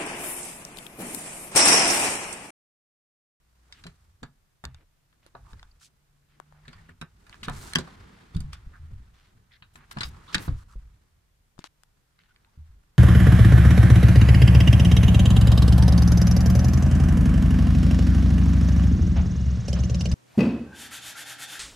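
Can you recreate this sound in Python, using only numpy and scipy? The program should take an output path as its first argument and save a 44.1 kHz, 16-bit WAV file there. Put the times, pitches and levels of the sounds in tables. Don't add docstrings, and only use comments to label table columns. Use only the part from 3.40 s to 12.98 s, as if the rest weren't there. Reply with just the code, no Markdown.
import sys
import numpy as np
from scipy import signal
from scipy.fft import rfft, irfft
from scipy.io import wavfile
from scipy.ndimage import uniform_filter1d

SR = 44100
rng = np.random.default_rng(int(sys.argv[2]) if len(sys.argv) > 2 else 0)


def log_audio(samples):
    frames = np.atleast_2d(samples).T
    limited = np.clip(frames, -1, 1)
    pcm = np.round(limited * 32767).astype(np.int16)
    wavfile.write(sys.argv[1], SR, pcm)


def nominal_scale(level):
    x = np.asarray(level, float) / 20
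    return 10 ** x


N = 422478

# f/Hz, level/dB per Hz
AIR_SPECTRUM = [(15, -22.5), (25, 4), (87, -13.5), (145, -7), (217, -25), (575, -25.5), (14800, -37),
                (16000, -54.5)]
# t/s, f/Hz, level/dB
FAR_ENGINE = [(2.2, 145.3, -81), (2.85, 144.5, -74.5), (3.05, 146.4, -62), (3.25, 149.5, -61),
              (3.45, 142.6, -70)]
# t/s, f/Hz, level/dB
HEAVY_ENGINE = [(0, 60.1, -71), (.3, 60.55, -61.5), (.45, 61, -66)]
# t of most effort/s, level/dB, swell/s, settle/s, rub treble re level/dB
MOVES = [(0.4, -69, 0.33, 0.43, -1), (2.13, -68.5, 0.34, 0.36, -3.5), (3.41, -63.5, 0.45, 0.17, -10.5),
         (3.919, -65.5, 0.2, 0.39, -3.5), (4.09, -51, 0.078, 1.26, -13), (4.3, -58, 0.53, 0.16, -2.5),
         (4.42, -60, 0.1, 0.28, -7), (5.0, -71, .7, 1.8, -6.5), (6.6, -58, 0.23, 0.55, -7),
         (7.0, -46.5, 0.16, 0.16, -7), (7.4, -73.5, .1, 0.46, -7), (9.02, -79, .8, 2.4, -8)]
# t of most load/s, level/dB, swell/s, settle/s
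SWAYS = [(0.43, -50, 0.16, 0.53), (2.03, -47, .13, 0.22), (2.29, -57.5, .5, .25), (3.409, -50.5, 0.43, .35),
         (4.101, -35, 0.13, .4), (4.189, -48.5, 0.6, .18), (4.601, -49.5, 1.2, 0.39),
         (5.07, -39.5, 0.22, .72), (6.72, -44, 0.44, 0.28), (7.15, -35.5, 0.17, .3),
         (7.35, -49.5, 0.33, 0.67), (9.28, -63.5, 1.12, 0.59)]
# start/s, end/s, level/dB, centre f/Hz
BRUSHES = [(1.82, 1.895, -70, 1510), (4.03, 4.062, -50.5, 3240), (4.393, 4.42, -50, 2020),
           (5.122, 5.159, -54, 1780), (5.72, 5.92, -68, 1710), (6.508, 6.535, -53, 4630),
           (6.635, 6.705, -57.5, 4840), (7.0, 7.085, -52.5, 5960), (7.16, 7.245, -66.5, 3520),
           (7.275, 7.36, -68.5, 3580), (6.33, 6.4, -68.5, 4940), (8.241, 8.279, -51.5, 2080)]
# start/s, end/s, level/dB, centre f/Hz
SWIPES = [
    (2.385, 2.495, -57.5, 4800),
    (2.06, 2.16, -70, 5500),
    (4.11, 4.36, -60, 8000),
    (8.19, 8.24, -64, 2000),
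    (1.37, 1.46, -70, 370),
]
# start/s, end/s, level/dB, centre f/Hz
SLIDES = [(0.334, 0.426, -64, 2140), (2.875, 2.975, -73, 2060), (3.135, 3.213, -68.5, 930),
          (3.44, 3.533, -68.5, 1800), (4.098, 4.345, -53.5, 5700), (8.183, 8.211, -64.5, 4700),
          (8.785, 8.832, -69, 2186), (8.829, 8.933, -73, 2000), (6.355, 6.465, -61.5, 1320),
          (6.7, 6.88, -67, 1100), (6.925, 6.945, -46, 3300), (3.865, 3.96, -65, 1000),
          (1.26, 1.45, -72, 1660), (0.285, 0.33, -69, 950), (3.0, 3.035, -66, 960),
          (4.04, 4.065, -51.5, 3800)]
# start/s, end/s, level/dB, centre f/Hz
SQUEAKS = [(2.04, 2.16, -61, 1020), (2.408, 2.44, -61, 1460), (3.282, 3.45, -71, 1660),
           (5.327, 5.39, -58, 1420), (6.103, 6.187, -63.5, 1830), (6.11, 6.176, -63.5, 3600),
           (6.715, 6.86, -64, 1190), (6.873, 6.942, -51.5, 1160), (6.871, 6.927, -55, 3580),
           (7.275, 7.354, -63.5, 1220), (7.165, 7.245, -64, 1225)]
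# start/s, end/s, level/dB, centre f/Hz
CHIRPS = [(3.248, 3.268, -58, 1790), (3.375, 3.405, -62, 1800), (3.489, 3.502, -50.5, 1820),
          (3.32, 3.35, -67, 4500), (4.755, 4.78, -73, 4700), (8.78, 8.81, -69, 2090),
          (8.785, 8.805, -70, 1480), (8.875, 8.93, -71.5, 1470), (9.055, 9.097, -73.5, 883),
          (2.311, 2.32, -62, 4580), (6.944, 6.96, -34, 3845)]
# t/s, snap/dB, snap f/Hz, edge re snap/dB, tick re snap/dB
GRIP = [(3.0, -35.5, 900, -15, -8), (3.124, -47, 790, -21, -15), (5.154, -48.5, 1360, -19.5, -18.5),
        (8.18, -49.5, 909.5, -18, -22), (8.191, -42, 895, -3, -5), (8.194, -50, 812, -3, -28),
        (8.2415, -32, 1014, -3.5, -12), (8.4345, -51, 1086, -3, 5.5)]
# t/s, snap/dB, snap f/Hz, edge re snap/dB, tick re snap/dB
TICKS = [(1.252, -35, 1120, 5, 5), (2.132, -45, 1160, -3, -9), (2.195, -48, 1500, 1, -15),
         (1.345, -46, 1100, -1, -5), (2.229, -41, 1230, 0, -19), (3.617, -32.5, 1720, -3, -12),
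         (3.624, -30, 1140, -24, -25), (3.895, -46, 1430, -2, 2), (3.943, -41.5, 1390, -5, -18),
         (4.097, -30, 965, -11.5, -3.5), (6.767, -45.5, 1180, -10.5, -26), (8.79, -51, 2090, -10, -22),
         (8.836, -56, 2000, -5, -22), (8.961, -48, 2100, -8, -25), (9.047, -53, 2000, -4, -22),
         (4.3345, -30, 2200, 5, 1)]
# t/s, snap/dB, snap f/Hz, plastic edge re snap/dB, metal tick re snap/dB
HEADREST = [(0.324, -43.5, 1720, 6, -7.5), (0.438, -46.5, 1720, 5, -2), (0.466, -41.5, 1540, -0.5, -2.5),
            (0.83, -34, 1140, -6.5, -14), (1.239, -32.5, 1200, -24, -14), (1.727, -60.5, 1500, -5, -12),
            (1.863, -50.5, 1720, -6, 4), (1.95, -35.5, 820, -46, -39)]
# t/s, snap/dB, snap f/Hz, edge re snap/dB, tick re snap/dB
RIGHT_LEVER = [(3.255, -53, 1748, -10, -10), (3.28, -36, 1850, -3, -16), (3.33, -46, 1260, -3, -16),
               (3.492, -41.5, 1620, -34, -14), (3.613, -31, 1830, -21, -8.5), (3.866, -49.5, 1700, -17, -7),
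               (3.927, -39, 2200, -14, -28), (4.031, -29, 2060, -9, -14), (4.046, -41, 1430, 5, -14),
               (4.083, -20.5, 990, -18, -24), (4.385, -29, 1010, 2.5, -2.5), (4.475, -40, 953, -19, -16),
               (4.948, -42.5, 1010, -4, -11), (4.966, -49.5, 1600, 12, 4), (5.004, -47, 1130, 1.5, 8),
               (5.131, -35.5, 1810, -0.5, -6)]
# t/s, snap/dB, snap f/Hz, edge re snap/dB, tick re snap/dB
LEFT_LEVER = [(6.223, -39, 1970, -20, -21.5), (6.356, -41, 1300, -9.5, -5.5), (6.512, -36, 1380, -2, -13),
              (6.57, -26, 1100, -20, -26), (6.585, -40, 1590, 7, -6), (6.607, -30, 1600, 6, -10),
              (6.613, -23, 1420, -16, -14), (6.632, -31, 1180, 7, -7), (6.978, -30.5, 1830, 6.5, -8),
              (7.08, -34, 1110, -14.5, -29)]
# t/s, snap/dB, snap f/Hz, edge re snap/dB, tick re snap/dB
SLAMS = [
    (4.3522, -30, 1570, 3, 3),
    (4.3562, -13, 1500, 0, -4),
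    (6.9445, -16, 1600, 1, -7),
    (6.9475, -22, 1600, 5, 0),
    (6.951, -19, 1740, -2, -7),
]
# f/Hz, level/0.2 dB, decay time constant/2.5 ms
LATCH_MODES = [(770, -30, 0.11), (1083, -24.5, 0.089), (1450, -8, 0.13), (1740, -12.5, 0.74),
               (2280, -22, 0.48), (3130, -19.5, 0.28), (3500, 13, 0.091), (3943, 5.5, 1),
               (4710, 24.5, 0.38), (5200, -19, 0.21), (6840, -4, 0.17), (7800, -4.5, 0.45),
               (8930, -0.5, 0.4)]
# t/s, level/dB, main mode f/Hz, t60/s
KNOCKS = [(0.456, -39.5, 174.5, 0.12), (0.83, -34, 280, 0.057), (1.239, -39.5, 173, 0.13),
          (1.863, -49.5, 347, 0.024), (1.947, -50.5, 165, 0.15), (2.134, -43.5, 163, 0.053),
          (3.279, -44.5, 159.5, 0.17), (3.49, -47.5, 166, 0.15), (3.614, -37, 159, 0.12),
          (4.029, -43, 154, 0.095), (4.08, -30.5, 187, 0.088), (4.357, -25, 164, 0.18),
          (4.386, -31, 165.5, 0.15), (4.946, -35, 142, 0.06), (5.126, -57, 131, 0.27),
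          (5.51, -46.5, 144, 0.15), (5.951, -59.5, 132, 0.041), (6.354, -50.5, 155.6, 0.22),
          (6.565, -33, 139.4, 0.14), (6.607, -35, 118, 0.14), (6.946, -31.5, 150, 0.15),
          (7.079, -26, 124, 0.18), (7.355, -43.5, 129, 0.089), (8.190, -34.5, 127.5, 0.034),
          (9.185, -63, 176.3, 0.072)]
# t/s, level/dB, main mode f/Hz, t60/s
NUDGES = [(6.22, -48.5, 110, 0.24), (5.6, -48, 122.6, 0.38), (6.57, -28.5, 137, 0.15), (6.7, -46.5, 94, .5),
          (6.99, -31, 220, 0.13), (6.952, -26, 185, .2), (8.2415, -43.5, 320, 0.033), (3.0, -51, 350, .04),
          (4.385, -31, 370, .1), (4.358, -31, 380, 0.065), (0.83, -44, 108, 0.22), (3.9, -48, 70, .15)]
# t/s, level/dB, main mode f/Hz, t60/s
THUDS = [(0.44, -47.5, 133, 0.23), (0.82, -40.5, 128, 0.29), (1.252, -34, 69.6, 0.35),
         (1.942, -51.5, 122, 0.48), (2.123, -38, 42.4, 0.56), (3.355, -44.5, 88.7, 0.58),
         (4.074, -31, 127, 0.25), (4.159, -35, 79.5, 0.17), (4.984, -25, 77.8, 0.38),
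         (5.041, -27.5, 46, 0.15), (5.261, -35, 39.1, 0.14), (5.396, -36.5, 73.4, 0.65),
         (5.518, -33, 54, 0.4), (5.935, -50, 106.7, 0.42), (6.561, -44.5, 124, 0.86),
         (6.649, -31.5, 63.4, 0.16), (6.943, -37.5, 87.6, 0.52), (7.119, -27, 48.4, 0.25),
         (7.356, -29.5, 46.7, 0.33), (8.168, -54, 95.5, 0.24), (9.174, -37.5, 69.5, 0.28),
         (9.288, -43, 42.1, 0.35)]
# t/s, level/dB, main mode f/Hz, t60/s
LANDINGS = [
    (4.958, -14, 93.7, 0.12),
    (7.089, -14, 80, 0.18),
    (6.955, -24, 140, 0.068),
    (5.268, -31, 55, 0.085),
    (2.141, -38, 59, 0.27),
]
# f/Hz, left re right/dB
CASING_TILT = [(300, -0.5), (700, 3), (1290, -4.5), (2380, 1.5), (4400, 2.5), (8100, -4), (15000, -7)]

AIR_DB = -69.5
REST_DB, SHELL_REST_DB = -86, -74
CREAK_DB, CREAK_PER_DB = 6, 1.0269
BRUSH_OCTAVES, SWIPE_OCTAVES, SLIDE_OCTAVES, SQUEAK_OCTAVES, CHIRP_OCTAVES = 1.3, 0.8, 0.7, 0.25, 0.063
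BRUSH_SAG_DB, SWIPE_SAG_DB, SLIDE_SAG_DB, SQUEAK_SAG_DB, CHIRP_SAG_DB = -5.5, 0, 1.5, -1, 2
PATCHY_DB = 1.8
HEADREST_PAN_DB, RIGHT_PAN_DB, LEFT_PAN_DB = -1.5, -3, 1
TICK_PAN_DB, GRIP_PAN_DB, SLAM_PAN_DB = -1.5, 15, -0.5
PORT_LAG_SAMPLES, PORT_LAG_SAMPLES_PER_DB = 8.5, 1.5
CABIN_T60_S, CABIN_DB = 0.17, -17


def band(x, lo_hz, hi_hz, order=2):
    sos = signal.butter(order, [lo_hz, min(hi_hz, 0.45 * SR)], "bandpass", fs=SR, output="sos")
    return signal.sosfilt(sos, x)


def unit(x):
    return x / np.sqrt(np.mean(x ** 2))


def peak(x, db):
    return x * nominal_scale(db) / np.max(np.abs(x))


def fade(t, t60_s):
    return np.exp(-np.log(1000) * t / max(t60_s, 0.004))


def add(out, start_s, x, pan_db=0.0, lag=0):
    for ch, side in enumerate((1, -1)):
        i = int(start_s * SR) + max(-side * lag, 0)
        part = x[ch % len(x)][:N - i]
        out[ch, i:i + len(part)] += nominal_scale(side * pan_db / 2) * part


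def walk(rate_hz):
    hold = int(SR / rate_hz)
    steps = np.repeat(rng.standard_normal(N // hold + 1), hold)
    return 1.4 * uniform_filter1d(uniform_filter1d(steps, hold), hold)[:N]


def ports(lo_hz, hi_hz, apart, size=N):
    mid, side = unit(band(rng.standard_normal((2, size)), lo_hz, hi_hz))
    return np.array([mid + apart * side, mid - apart * side]) / np.sqrt(1 + apart ** 2)


def effort(peak_s, db, swell_s, settle_s):
    t = np.arange(0, N, 64) / SR
    late = t - np.asarray(peak_s)[:, None]
    distance = np.where(late < 0, -late / swell_s[:, None], late / settle_s[:, None])
    shape = nominal_scale(db[:, None] - 20 * distance)
    return np.repeat(np.sqrt(np.sum(shape ** 2, axis=0)), 64)[:N]


def air():
    f = np.maximum(np.fft.rfftfreq(N, 1 / SR), 1)
    hz, db = np.transpose(AIR_SPECTRUM)
    colour = nominal_scale(np.interp(np.log(f), np.log(hz), db))
    mid, side = rfft(rng.standard_normal((2, N))) * colour
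    side *= np.clip(f / 220, 0.05, 1)
    return nominal_scale(AIR_DB) * unit(irfft(np.array([mid + side, mid - side]), N))


def engine(table):
    s, hz, db = np.transpose(table)
    t = np.arange(N) / SR
    wavering_hz = np.interp(t, s, hz) * (1 + 0.012 * walk(20))
    phase = 2 * np.pi * np.cumsum(wavering_hz) / SR
    level = nominal_scale(np.interp(t, s, db, -120, -120) + 1.724 * walk(11))
    return np.sqrt(2) * level * np.sin(phase)


def motion():
    s, db, swell_s, settle_s, treble_db = np.transpose(MOVES)
    work = effort(s, db, swell_s, settle_s) + nominal_scale(REST_DB)
    sheen = effort(s, db + treble_db, swell_s, settle_s) + nominal_scale(REST_DB)
    strain = nominal_scale(-71 + CREAK_DB) * (work / nominal_scale(-68.5)) ** CREAK_PER_DB
    load = effort(*np.transpose(SWAYS)) + nominal_scale(SHELL_REST_DB)
    grain_db = 1.5 * walk(150)
    rub = work * nominal_scale(grain_db + 1) * (ports(730, 1900, 0.92) + 0.44 * ports(1700, 4500, 0.52))
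    fuzz = sheen * nominal_scale(grain_db - 1) * (ports(3400, 9200, 1) + 0.1 * ports(5800, 20000, 0.9))
    creak = strain * nominal_scale(3 * walk(22) - 3.5) * (ports(110, 221, 0.14) + 0.58 * ports(260, 450, 0.96))
    shell = load * nominal_scale(1.2 * walk(14) - 7.5) * (ports(32, 60, 0.05) + 0.9 * ports(60, 100, 0.076))
    return rub + fuzz + creak + shell


def scrapes(table, octaves, sag_db, taper=0.4):
    out = np.zeros((2, N))
    for start_s, end_s, db, hz in table:
        count = int((end_s - start_s) * SR)
        n = np.arange(count)
        grit = nominal_scale(2.6 * np.repeat(rng.standard_normal(count // 64 + 1), 64)[:count])
        grit *= nominal_scale(PATCHY_DB * np.interp(n / 600, np.arange(50), rng.standard_normal(50)))
        level = nominal_scale(db + sag_db * (n / count - 0.5)) * signal.windows.tukey(count, taper)
        noise = ports(hz / 2 ** octaves, hz * 2 ** octaves, 0.57, size=count)
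        add(out, start_s, level * grit * noise)
    return out


def clicks(table, t60_s, pan_db, touch=9.7, crack=13.0):
    out, t = np.zeros((2, N)), np.arange(3500) / SR
    short_t = t[:400]
    hz, mode_db, ring_s = np.transpose(LATCH_MODES)[:, :, None]
    side = np.array([1, -1])[:, None, None]
    lag = int(PORT_LAG_SAMPLES + PORT_LAG_SAMPLES_PER_DB * pan_db)
    for s, db, snap_hz, edge_db, tick_db in table:
        shared, own = rng.standard_normal(len(t)), rng.standard_normal((2, len(t)))
        impacts = (shared + 0.85 * own) * nominal_scale(2.8 * rng.exponential(size=len(t)))
        impacts *= fade(t, 0.18 * t60_s) + 0.31 * fade(t, t60_s)
        impacts *= 1 - np.exp(-t / 0.00045)
        impacts[:, 14] += touch
        detune, spread, angle = rng.standard_normal((3, len(hz), 1))
        swing = np.sin(2 * np.pi * hz * (1 + 0.06 * detune) * short_t + 0.92 * side * angle)
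        decay = np.exp(-short_t / (0.0025 * ring_s))
        modes = np.sum(nominal_scale(0.2 * mode_db + 2 * spread) * decay * swing, axis=1)
        modes[:, 0] += crack
        views = signal.fftconvolve(impacts, modes, axes=1)[:, :len(t)]
        snap = peak(band(views, snap_hz / 1.6, snap_hz * 1.45), db + 2)
        edge = peak(band(views, 2300, 5600), db + edge_db + 3)
        tick = peak(band(views * fade(t, 1.5 * t60_s), 5600, 10800), db + tick_db + 3)
        add(out, s, snap - edge + tick, pan_db, lag)
    return out


def blows(table, mode_set, push_cycles, rattle, gain_db):
    out, t = np.zeros((2, N)), np.arange(11000) / SR
    for s, db, hz, t60_s in table:
        force = rng.standard_normal(len(t)) * fade(t, t60_s) * rattle * np.sqrt(hz / SR)
        force[0] -= 1
        force = np.convolve(force, np.hanning(int(push_cycles * SR / hz) + 3))
        skew = rng.choice([-1, 1]) * np.array([[1], [-1]])
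        modes = np.zeros((2, len(t)))
        for ratio, mode_db, share in mode_set:
            phase = 2 * np.pi * ratio * hz * t + skew * min(ratio * hz / 700, 0.9)
            modes += nominal_scale(mode_db) * fade(t, share * t60_s) * np.sin(phase)
        ringing = signal.fftconvolve(force[None], modes, axes=1)[:, :len(t)]
        add(out, s, peak(ringing, db + gain_db))
    return out


def cabin(x):
    t = np.arange(int(0.4 * SR)) / SR
    tail = fade(t, CABIN_T60_S) * ports(400, 2700, 0.24, size=len(t))
    tail += 0.2 * fade(t, 0.6 * CABIN_T60_S) * ports(3000, 8900, 0.76, size=len(t))
    tail *= (t > 0.002) * nominal_scale(CABIN_DB) / np.sqrt(np.sum(tail ** 2) / 2)
    return x + signal.fftconvolve(x.mean(axis=0)[None], tail)[:, :N]


def casing(x):
    hz, tilt_db = np.transpose(CASING_TILT)
    tilt = np.interp(np.log(np.fft.rfftfreq(N, 1 / SR) + 1), np.log(hz), tilt_db)
    return irfft(rfft(x) * nominal_scale(np.array([tilt, -tilt]) / 2), N)


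def scene():
    outside = air() + engine(FAR_ENGINE) + engine(HEAVY_ENGINE)
    rubs = scrapes(BRUSHES, BRUSH_OCTAVES, BRUSH_SAG_DB)
    rubs += scrapes(SWIPES, SWIPE_OCTAVES, SWIPE_SAG_DB, taper=0.9)
    rubs += scrapes(SLIDES, SLIDE_OCTAVES, SLIDE_SAG_DB)
    rubs += scrapes(SQUEAKS, SQUEAK_OCTAVES, SQUEAK_SAG_DB)
    rubs += scrapes(CHIRPS, CHIRP_OCTAVES, CHIRP_SAG_DB)
    grip = clicks(GRIP, 0.013, GRIP_PAN_DB, touch=23.0, crack=26.0)
    hits = clicks(TICKS, 0.021, TICK_PAN_DB)
    hits += clicks(HEADREST, 0.13, HEADREST_PAN_DB)
    hits += clicks(RIGHT_LEVER, 0.13, RIGHT_PAN_DB)
    hits += clicks(LEFT_LEVER, 0.13, LEFT_PAN_DB)
    hits += clicks(SLAMS, 0.06, SLAM_PAN_DB)
    knock_modes = [(1, 0.5, 0.75), (1.47, -4.5, 0.59), (2.25, -5, 0.27), (3.4, -17.5, 0.3)]
    nudge_modes = [(1.02, 1.5, 0.687), (1.4, -5, 0.4), (0.7, -7.5, 0.24)]
    thud_modes = [(1.1, 0, 0.62), (0.38, -4.5, 0.23), (1.8, -5.5, 0.35)]
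    landing_modes = [(1.09, 10, 0.32), (0.39, -14.5, 0.71), (1.7, -2.5, 0.87)]
    knocks = blows(KNOCKS, knock_modes, push_cycles=0.089, rattle=1.1, gain_db=3.5)
    nudges = blows(NUDGES, nudge_modes, push_cycles=0.2, rattle=0.76, gain_db=0.5)
    thuds = blows(THUDS, thud_modes, push_cycles=0.27, rattle=1.4, gain_db=0.25)
    landings = blows(LANDINGS, landing_modes, push_cycles=0.33, rattle=0.73, gain_db=0.1)
    shaded = casing(cabin(hits + knocks) + rubs + motion())
    return outside + shaded + grip + nudges + thuds + landings


def low_pass(x):
    return signal.sosfilt(signal.butter(12, 16470, fs=SR, output="sos"), x)


def record(dry):
    mix = signal.sosfilt(signal.butter(10, 15700, fs=SR, output="sos"), dry)
    return low_pass(mix)


dry = scene()
out = record(dry)
log_audio(out)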